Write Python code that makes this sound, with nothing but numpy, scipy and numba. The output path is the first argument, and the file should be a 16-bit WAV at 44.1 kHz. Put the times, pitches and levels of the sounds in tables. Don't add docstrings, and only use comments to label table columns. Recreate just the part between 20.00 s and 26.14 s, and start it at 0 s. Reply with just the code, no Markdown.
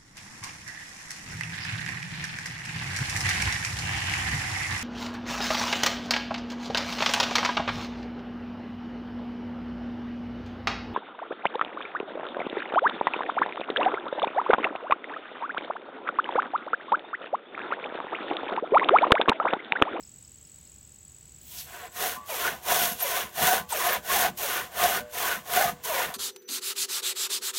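import sys
import numpy as np
from scipy import signal
from scipy.fft import rfft, irfft
from scipy.io import wavfile
from scipy.ndimage import uniform_filter1d
from numba import njit

SR = 44100
rng = np.random.default_rng(int(sys.argv[2]) if len(sys.argv) > 2 else 0)


def waveform_to_disk(signal):
    frames = np.transpose(np.atleast_2d(signal))
    scaled = np.clip(frames, -1, 1) * 32767
    samples = np.round(scaled).astype(np.int16)
    wavfile.write(sys.argv[1], SR, samples)


N = 270774
T = np.arange(N) / SR

# start, length, attack and release in seconds,
# basic level of the teeth's hiss in dB, basic level of the wood in dB.
STROKES = [(1.398, 0.345, 0.23, 0.13, -39.5, -58), (1.599, 0.32, 0.085, 0.056, -50.5, -44),
           (1.907, 0.32, 0.115, 0.094, -33, -33.5), (2.245, 0.38, 0.055, 0.16, -34.0, -30),
           (2.611, 0.43, 0.1, 0.19, -27.0, -29.5), (2.945, 0.39, 0.058, 0.15, -32.0, -30),
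           (3.319, 0.34, 0.12, 0.093, -26, -26), (3.672, 0.35, 0.037, 0.081, -32.0, -28.5),
           (4.022, 0.303, 0.16, 0.056, -24, -24.0), (4.352, 0.37, 0.042, 0.159, -32.5, -29),
           (4.701, 0.35, 0.13, 0.075, -28.5, -27.5), (5.091, 0.359, 0.055, 0.13, -33.0, -29.5),
           (5.435, 0.33, 0.13, 0.081, -27.5, -27.5), (5.82, 0.36, 0.033, 0.18, -32.5, -27.5)]
# frequency in Hz, relative level in dB, 60 dB decay time in seconds.
BLADE = [(353.7, 8.5, 0.95), (489, 10.5, 0.6), (602, 6, 0.76), (860, 3, 0.57), (1030, 9.5, 0.26),
         (1140, 3.5, 0.69), (1180, -5, 0.48)]
# frequency in Hz, relative level in dB.
SAWHORSE = [(25, -44), (65, 0.5), (110, -8), (150, 3), (180, 4), (205, 7), (240, 2), (290, -6.5),
            (500, -38)]


def undb(db):
    return 10 ** (np.asarray(db) / 20)


def unit(x):
    return x / np.sqrt(np.mean(x ** 2) + 1e-18)


def walk(rate):
    hold = max(int(SR / rate), 1)
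    steps = np.repeat(rng.standard_normal(N // hold + 1), hold)
    return unit(uniform_filter1d(steps, hold)[:N])


def colour(x, points):
    hz, db = np.transpose(points)
    bins = np.fft.rfftfreq(N, 1 / SR)
    gain = undb(np.interp(np.log(bins + 1), np.log(hz), db))
    return unit(irfft(rfft(x) * gain, N))


@njit
def svf(x, hz, width):
    y, band, low = np.empty(len(x)), 0., 0.
    for i in range(len(x)):
        g, damping = np.tan(np.pi * hz[i] / SR), width / hz[i]
        v = (band + g * (x[i] - low)) / (1 + g * (g + damping))
        band, low, y[i] = 2 * v - band, low + 2 * g * v, damping * v
    return y


def resonate(x, hz, width):
    centre = np.clip(hz + np.zeros(len(x)), 20, .45 * SR)
    return svf(x + 1e-18, centre, float(width))


def add(track, start, sound):
    first = min(max(int(start * SR), 0), N)
    track[first:first + len(sound)] += sound[:N - first]


def outdoor_air(level_db=-56):
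    # frequency in Hz, relative level in dB.
    air_bands = [(20, -19), (45, -8), (70, 5), (100, -3.5), (130, -1), (200, -7.5), (400, -16), (1200, -25),
                 (3000, -22), (5500, -23), (7500, -16), (10300, -31), (13500, -26), (16000, -22)]
    return undb(level_db + 1.0 * walk(4.45)) * colour(rng.standard_normal(N), air_bands)


def yard(x, db=-21, t60_low=0.17, t60_high=0.12, split_hz=4000, first_s=0.022):
    t = T[:SR * 3 // 4]
    noise = rng.standard_normal(len(t)) * (t > first_s)
    low = signal.sosfilt(signal.butter(2, split_hz, fs=SR, output="sos"), noise)
    low_tail = low * np.exp(-np.log(1000) * t / t60_low)
    high_tail = (noise - low) * np.exp(-np.log(1000) * t / t60_high)
    tail = low_tail + high_tail
    return undb(db) * signal.fftconvolve(x, tail / np.sqrt(np.sum(tail ** 2)))[:N]


def wing_stroke(start_hz, end_hz, length, rough=.1):
    t = T[:int(3 * length * SR)]
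    hz = end_hz + (start_hz - end_hz) * np.exp(-2 * t / length)
    turns = np.cumsum(hz * (1 + rough * rng.standard_normal(len(t)))) / SR
    rise = 1 - np.exp(-t / .0006)
    return np.sin(2 * np.pi * turns) * rise * np.exp(-(t / length) ** 3)


def insects(first_s=0.025, group_s=.0668, beat_s=.0246, far_db=-13, far_beat_s=0.017):
    # time in seconds, level in dB.
    trill_level = [(0, -42), (1.4, -43), (1.9, -44.5), (2.3, -54), (2.6, -75)]
    # start in seconds, level in dB.
    chip_calls = [(0.033, -44.5), (.062, -56), (.2465, -50), (.4494, -53), (.667, -56), (.887, -61)]
    trill, chips = np.zeros((2, N))
    end_s = trill_level[-1][0]
    for group in first_s + group_s * np.arange(-1, end_s / group_s):
        for beat in range(3):
            s = group + beat * beat_s + 0.0015 * rng.standard_normal()
            tune = 1 + 0.0026 * rng.standard_normal()
            if s > 0:
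                stroke = wing_stroke(start_hz=8100 * tune, end_hz=7540 * tune, length=0.0049, rough=0.024)
                add(trill, s, undb(0.91 * rng.standard_normal()) * stroke)
    for s in np.arange(0, end_s, far_beat_s):
        far_stroke = wing_stroke(start_hz=7100, end_hz=6600, length=0.0057, rough=0.066)
        far_gain = undb(far_db + 1.6 * rng.standard_normal())
        add(trill, s + 0.0073 * rng.standard_normal(), far_gain * far_stroke)
    for s, db in chip_calls:
        add(chips, s, undb(db) * wing_stroke(start_hz=5180, end_hz=5260, length=0.0063, rough=0.12))
    return trill * undb(np.interp(T, *np.transpose(trill_level))) + chips


def bumps(rise_s=0.015, brake_share=0.677, push_rock_db=-17, pull_rock_db=-17.0):
    # start in seconds, level in dB.
    jolts = [(3.41, -36), (5.65, -37)]
    shove, t = np.zeros(N), T[:SR // 4]
    rocks = []
    for k, (s, length, _, release, _, wood_db) in enumerate(STROKES):
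        rock_db = pull_rock_db if k % 2 else push_rock_db
        rocks.append((s + length - brake_share * release, wood_db + rock_db))
    for s, db in rocks + list(jolts):
        add(shove, s, undb(db) * t / rise_s * np.exp(1 - t / rise_s))
    return shove * colour(rng.standard_normal(N), SAWHORSE)


def twangs(spread_octaves=0.31, rise_s=0.004):
    # start in seconds, level in dB, frequency shaken most in Hz.
    releases = [(2.16, -43, 1106), (3.59, -48, 1000), (5.0, -45.5, 604)]
    out, t = np.zeros(N), T[:SR // 2]
    onset = 1 - np.exp(-t / rise_s)
    for start, db, centre in releases:
        for hz, mode_db, t60 in BLADE:
            share = np.exp(-(np.log2(hz / centre) / spread_octaves) ** 2)
            tone = np.sin(2 * np.pi * (hz * t + rng.random())) * np.exp(-np.log(1000) * t / t60)
            add(out, start, undb(db + mode_db) * share * tone * onset)
    return out


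def catches(waver=0.026):
    # middle
    # in seconds, half length in seconds, frequency in Hz, level in dB.
    judders = [(1.844, 0.041, 727, -38.5), (2.727, 0.02, 719, -21.5), (3.175, 0.017, 723, -26),
               (3.487, .02, 742, -22), (3.529, 0.032, 727.7, -18), (3.727, 0.017, 940, -26),
               (3.875, 0.022, 696.5, -26.5), (4.165, .025, 807, -23), (4.849, 0.049, 714, -17),
               (5.582, .03, 722, -22.5), (5.655, .05, 710.7, -23.5)]
    # middle in seconds, half length in seconds,
    # frequency in Hz, width in Hz, level in dB.
    squeaks = [(1.5, .15, 15300, 700, -53), (1.591, 0.044, 5170, 5000, -41), (1.59, 0.15, 11360, 600, -50),
               (2.83, .08, 13000, 1180, -39), (2.91, 0.098, 11400, 900, -38.5),
               (3.002, 0.016, 8900, 1188, -36), (3.03, 0.026, 12800, 2400, -24.5),
               (3.728, 0.018, 8290, 1500, -31), (3.872, 0.021, 12000, 4000, -28),
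               (3.934, 0.025, 13860, 3500, -27), (4.432, .012, 13950, 2999, -31)]
    out, wander = np.zeros(N), 1 + waver * walk(300)
    for s, half_s, hz, db in judders:
        hump = np.hanning(int(2 * half_s * SR)) ** 2
        turns = np.cumsum(hz * wander[int(s * SR):][:len(hump)]) / SR
        add(out, s - half_s, undb(db) * hump * np.sin(2 * np.pi * turns))
    for s, half_s, hz, width, db in squeaks:
        hump = np.hanning(int(2 * half_s * SR)) ** 2
        band = resonate(resonate(rng.standard_normal(len(hump)), hz, width), hz, width)
        add(out, s - half_s, undb(db) * hump * unit(band))
    return out


def swell(t, length, attack, release, shape, attack_curve=1.5, release_curve=1.35):
    depth_db, sag_db, tilt_db = shape
    attack_ramp = np.maximum(1 - t / attack, 0) ** attack_curve
    release_ramp = np.maximum(1 - (length - t) / release, 0) ** release_curve
    off_centre = np.clip(t / length, 0, 1) - .5
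    arch = tilt_db * off_centre - sag_db * (2 * off_centre) ** 2
    return arch - depth_db * (attack_ramp + release_ramp)


def arm(rest_hiss_db=-70, rest_wood_db=-57, uneven_db=1.0, wood_lag_s=0.0058,
        jerk_s=.048, snatch_db=7, snatch_s=0.027, turn_db=-3.5, turn_s=.012):
    # depth of attack and release in dB,
    # sag at both ends in dB, change over the stroke in dB.
    hiss_shape = [(23.91, 11, -11), (23.33, 8.5, -1.13)]
    wood_shape = [(36.4, 0.92, -15.5), (31.8, 8.1, 10.5)]
    hiss, wood, progress, push, turns = np.zeros((5, N))
    for k, (s, length, attack, release, hiss_db, wood_db) in enumerate(STROKES):
        now, pulling = np.abs(T - s - length / 2) < length, k % 2
        t = T[now] - s
        jerked = (attack < jerk_s) * (t > attack / 2)
        skid_db = jerked * snatch_db * np.exp(-np.abs(t - attack / 2) / snatch_s)
        skim = undb(hiss_db + skid_db + swell(t, length, attack, release, hiss_shape[pulling]))
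        bite = undb(wood_db + swell(t - wood_lag_s, length, attack, release, wood_shape[pulling]))
        turns[now] += (1 - pulling) * np.exp(-(t / turn_s) ** 2)
        leads = skim > hiss[now]
        progress[now] = np.where(leads, np.clip(t / length, 0, 1), progress[now])
        push[now] = np.where(leads, 1 - pulling, push[now])
        hiss[now], wood[now] = np.hypot(hiss[now], skim), np.hypot(wood[now], bite)
    in_kerf = T > STROKES[2][0]
    hiss = np.hypot(hiss, in_kerf * undb(rest_hiss_db))
    wood = np.hypot(wood, in_kerf * undb(rest_wood_db))
    pressure = undb(turn_db * turns + uneven_db * walk(45))
    return hiss * pressure, wood * pressure, progress, uniform_filter1d(push, size=200)


def teeth(speed, top_hz=620, jitter=.12, bite_db=3, tear=0.9, rub=1.0, snap=0.23):
    passed = np.cumsum(top_hz * speed * (1 + jitter * walk(250))) / SR
    tooth = np.abs(passed).astype(int)
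    bite = undb(bite_db * rng.standard_normal(N))[tooth]
    snaps = np.diff(tooth, prepend=0) * bite
    tearing = (rub + bite * np.exp(-(passed % 1) / tear)) * rng.standard_normal(N)
    return unit(unit(tearing) + snap * unit(snaps))


def along_blade(x, place, near_s=0.001208, travel_s=.0035, echo=0.21):
    delay_s = near_s + travel_s * place
    return unit(x + echo * np.interp(T - delay_s, T, x))


def ring(load, patchy_db=4.0, drift=0.0054):
    # frequency in Hz, width in Hz, relative level in dB.
    billet_modes = [(400.6, 26, -12), (459.5, 38, -6.5), (646, 13, -2), (704, 25, -1.5), (750, 71, 4),
                    (967, 75, -0.5), (1080, 11, 4.5), (1227, 33, -0.5), (1484, 83, 3.5), (1722, 210, -3.5),
                    (1990, 70, -19), (2800, 120, -9), (3415, 25, -5.5)]
    # frequency in Hz, relative level in dB.
    radiation = [(150, -14), (290, -4.5), (370, 2), (700, 1.5), (2000, -2), (5000, -3), (9000, -13)]
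    total = np.zeros(N)
    for hz, width, db in billet_modes:
        total += undb(db + patchy_db * walk(14)) * resonate(load, hz * (1 + drift * walk(5)), width)
    return colour(total, radiation)


def lock(load, hz=717, width=22, drive=7.2):
    limited = np.tanh(drive * unit(resonate(load, hz, width)))
    return unit(resonate(resonate(limited, hz, 8 * width), hz, 8 * width))


def steel(x):
    # frequency in Hz, width in Hz, relative level in dB.
    high_modes = [(5660, 90, -9), (6365, 110, 0), (6830, 34, 0), (8678, 100, -5), (9442, 39, -1),
                  (12440, 110, -14), (12948, 35, -9), (14010, 60, -10)]
    return unit(x + sum(undb(db) * resonate(x, hz, width) for hz, width, db in high_modes))


def flex(load, last_hz=495, fall=0.284, width=50, second=1.6, second_db=-8, third=4.1, third_db=-9):
    # start in seconds, length in seconds, first frequency in Hz, level in dB.
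    whoops = [(2.278, 0.086, 940, -36.5), (3.012, 0.107, 837, -39), (3.715, 0.078, 1173, -33),
              (4.38, 0.126, 1000, -39), (5.861, 0.18, 853, -35)]
    hz, gain = np.full(N, float(last_hz)), np.zeros(N)
    for s, length, first_hz, db in whoops:
        now = (T >= s) & (T < s + length)
        part = (T[now] - s) / length
        hz[now] = last_hz + (first_hz - last_hz) * np.exp(-part / fall)
        gain[now] = undb(db) * np.sin(np.pi * part)
    notes = (hz, second * hz, third * hz)
    low, middle, high = (unit(resonate(resonate(load, f, width), f, 3 * width)) for f in notes)
    return gain * (low + undb(second_db) * middle + undb(third_db) * high)


def blade_hum(drive, db=1):
    total = np.zeros(N)
    for hz, mode_db, t60 in BLADE:
        width = np.log(1000) / np.pi / t60
        total += undb(mode_db) * resonate(drive, hz, width)
    return undb(db) * total


def saw(push_ring_db=-0.5, pull_ring_db=-3.5, push_rasp_db=-5.0, pull_rasp_db=-3,
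        push_lock_db=-7, pull_lock_db=-16, push_thud_db=-17, pull_thud_db=-26,
        lean_db=7, hiss_db=2.5, grain_db=1.0):
    # frequency in Hz, relative level in dB.
    rasp_bands = [(290, -27), (420, 1), (700, -3.5), (870, -3), (1000, 5.5), (1300, -1.5), (1750, 0.5),
                  (2400, -3.5), (3500, -6), (4600, -17.5), (7000, -20.5)]
    # frequency in Hz, relative level in dB.
    hiss_bands = [(1500, -15.5), (2400, -3.5), (3400, 0.5), (4900, -5), (5700, -1.5), (7000, -3),
                  (8000, -4.5), (9500, -2.5), (10500, -2.5), (12300, 1.5), (14000, 0), (16000, 0)]
    hiss, wood, progress, push = arm()
    pull = 1 - push
    speed = .25 + .75 * np.sin(np.pi * progress)
    travel = (1 - np.cos(np.pi * progress)) / 2
    force = along_blade(teeth(speed), push * travel + pull * (1 - travel))
    load = force * undb(grain_db * walk(70))
    tearing = along_blade(teeth(speed), travel, near_s=0.001938, travel_s=0.002146, echo=0.65)
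    fibres = colour(tearing, rasp_bands)
    body = ring(load) * undb(push * push_ring_db + pull * pull_ring_db)
    body += fibres * undb(push * push_rasp_db + pull * pull_rasp_db)
    body += lock(fibres) * undb(push * push_lock_db + pull * pull_lock_db)
    thud_db = push * push_thud_db + pull * pull_thud_db + lean_db * (progress - 1.0)
    body += colour(load, SAWHORSE) * undb(thud_db)
    teeth_hiss = hiss * undb(hiss_db) * colour(steel(force), hiss_bands)
    return wood * body + teeth_hiss + flex(load) + blade_hum(load * wood)


def scene():
    air = outdoor_air()
    wildlife = insects()
    work = saw() + twangs() + bumps()
    tails = yard(work, db=-27.0) + yard(wildlife, db=-6)
    mono = air + wildlife + work + catches() + tails
    return np.array([mono, mono])


def record(dry, top_hz=15850):
    low_pass = signal.ellip(10, .1, 60, top_hz, fs=SR, output="sos")
    return signal.sosfiltfilt(low_pass, dry)


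dry = scene()
out = record(dry)
waveform_to_disk(out)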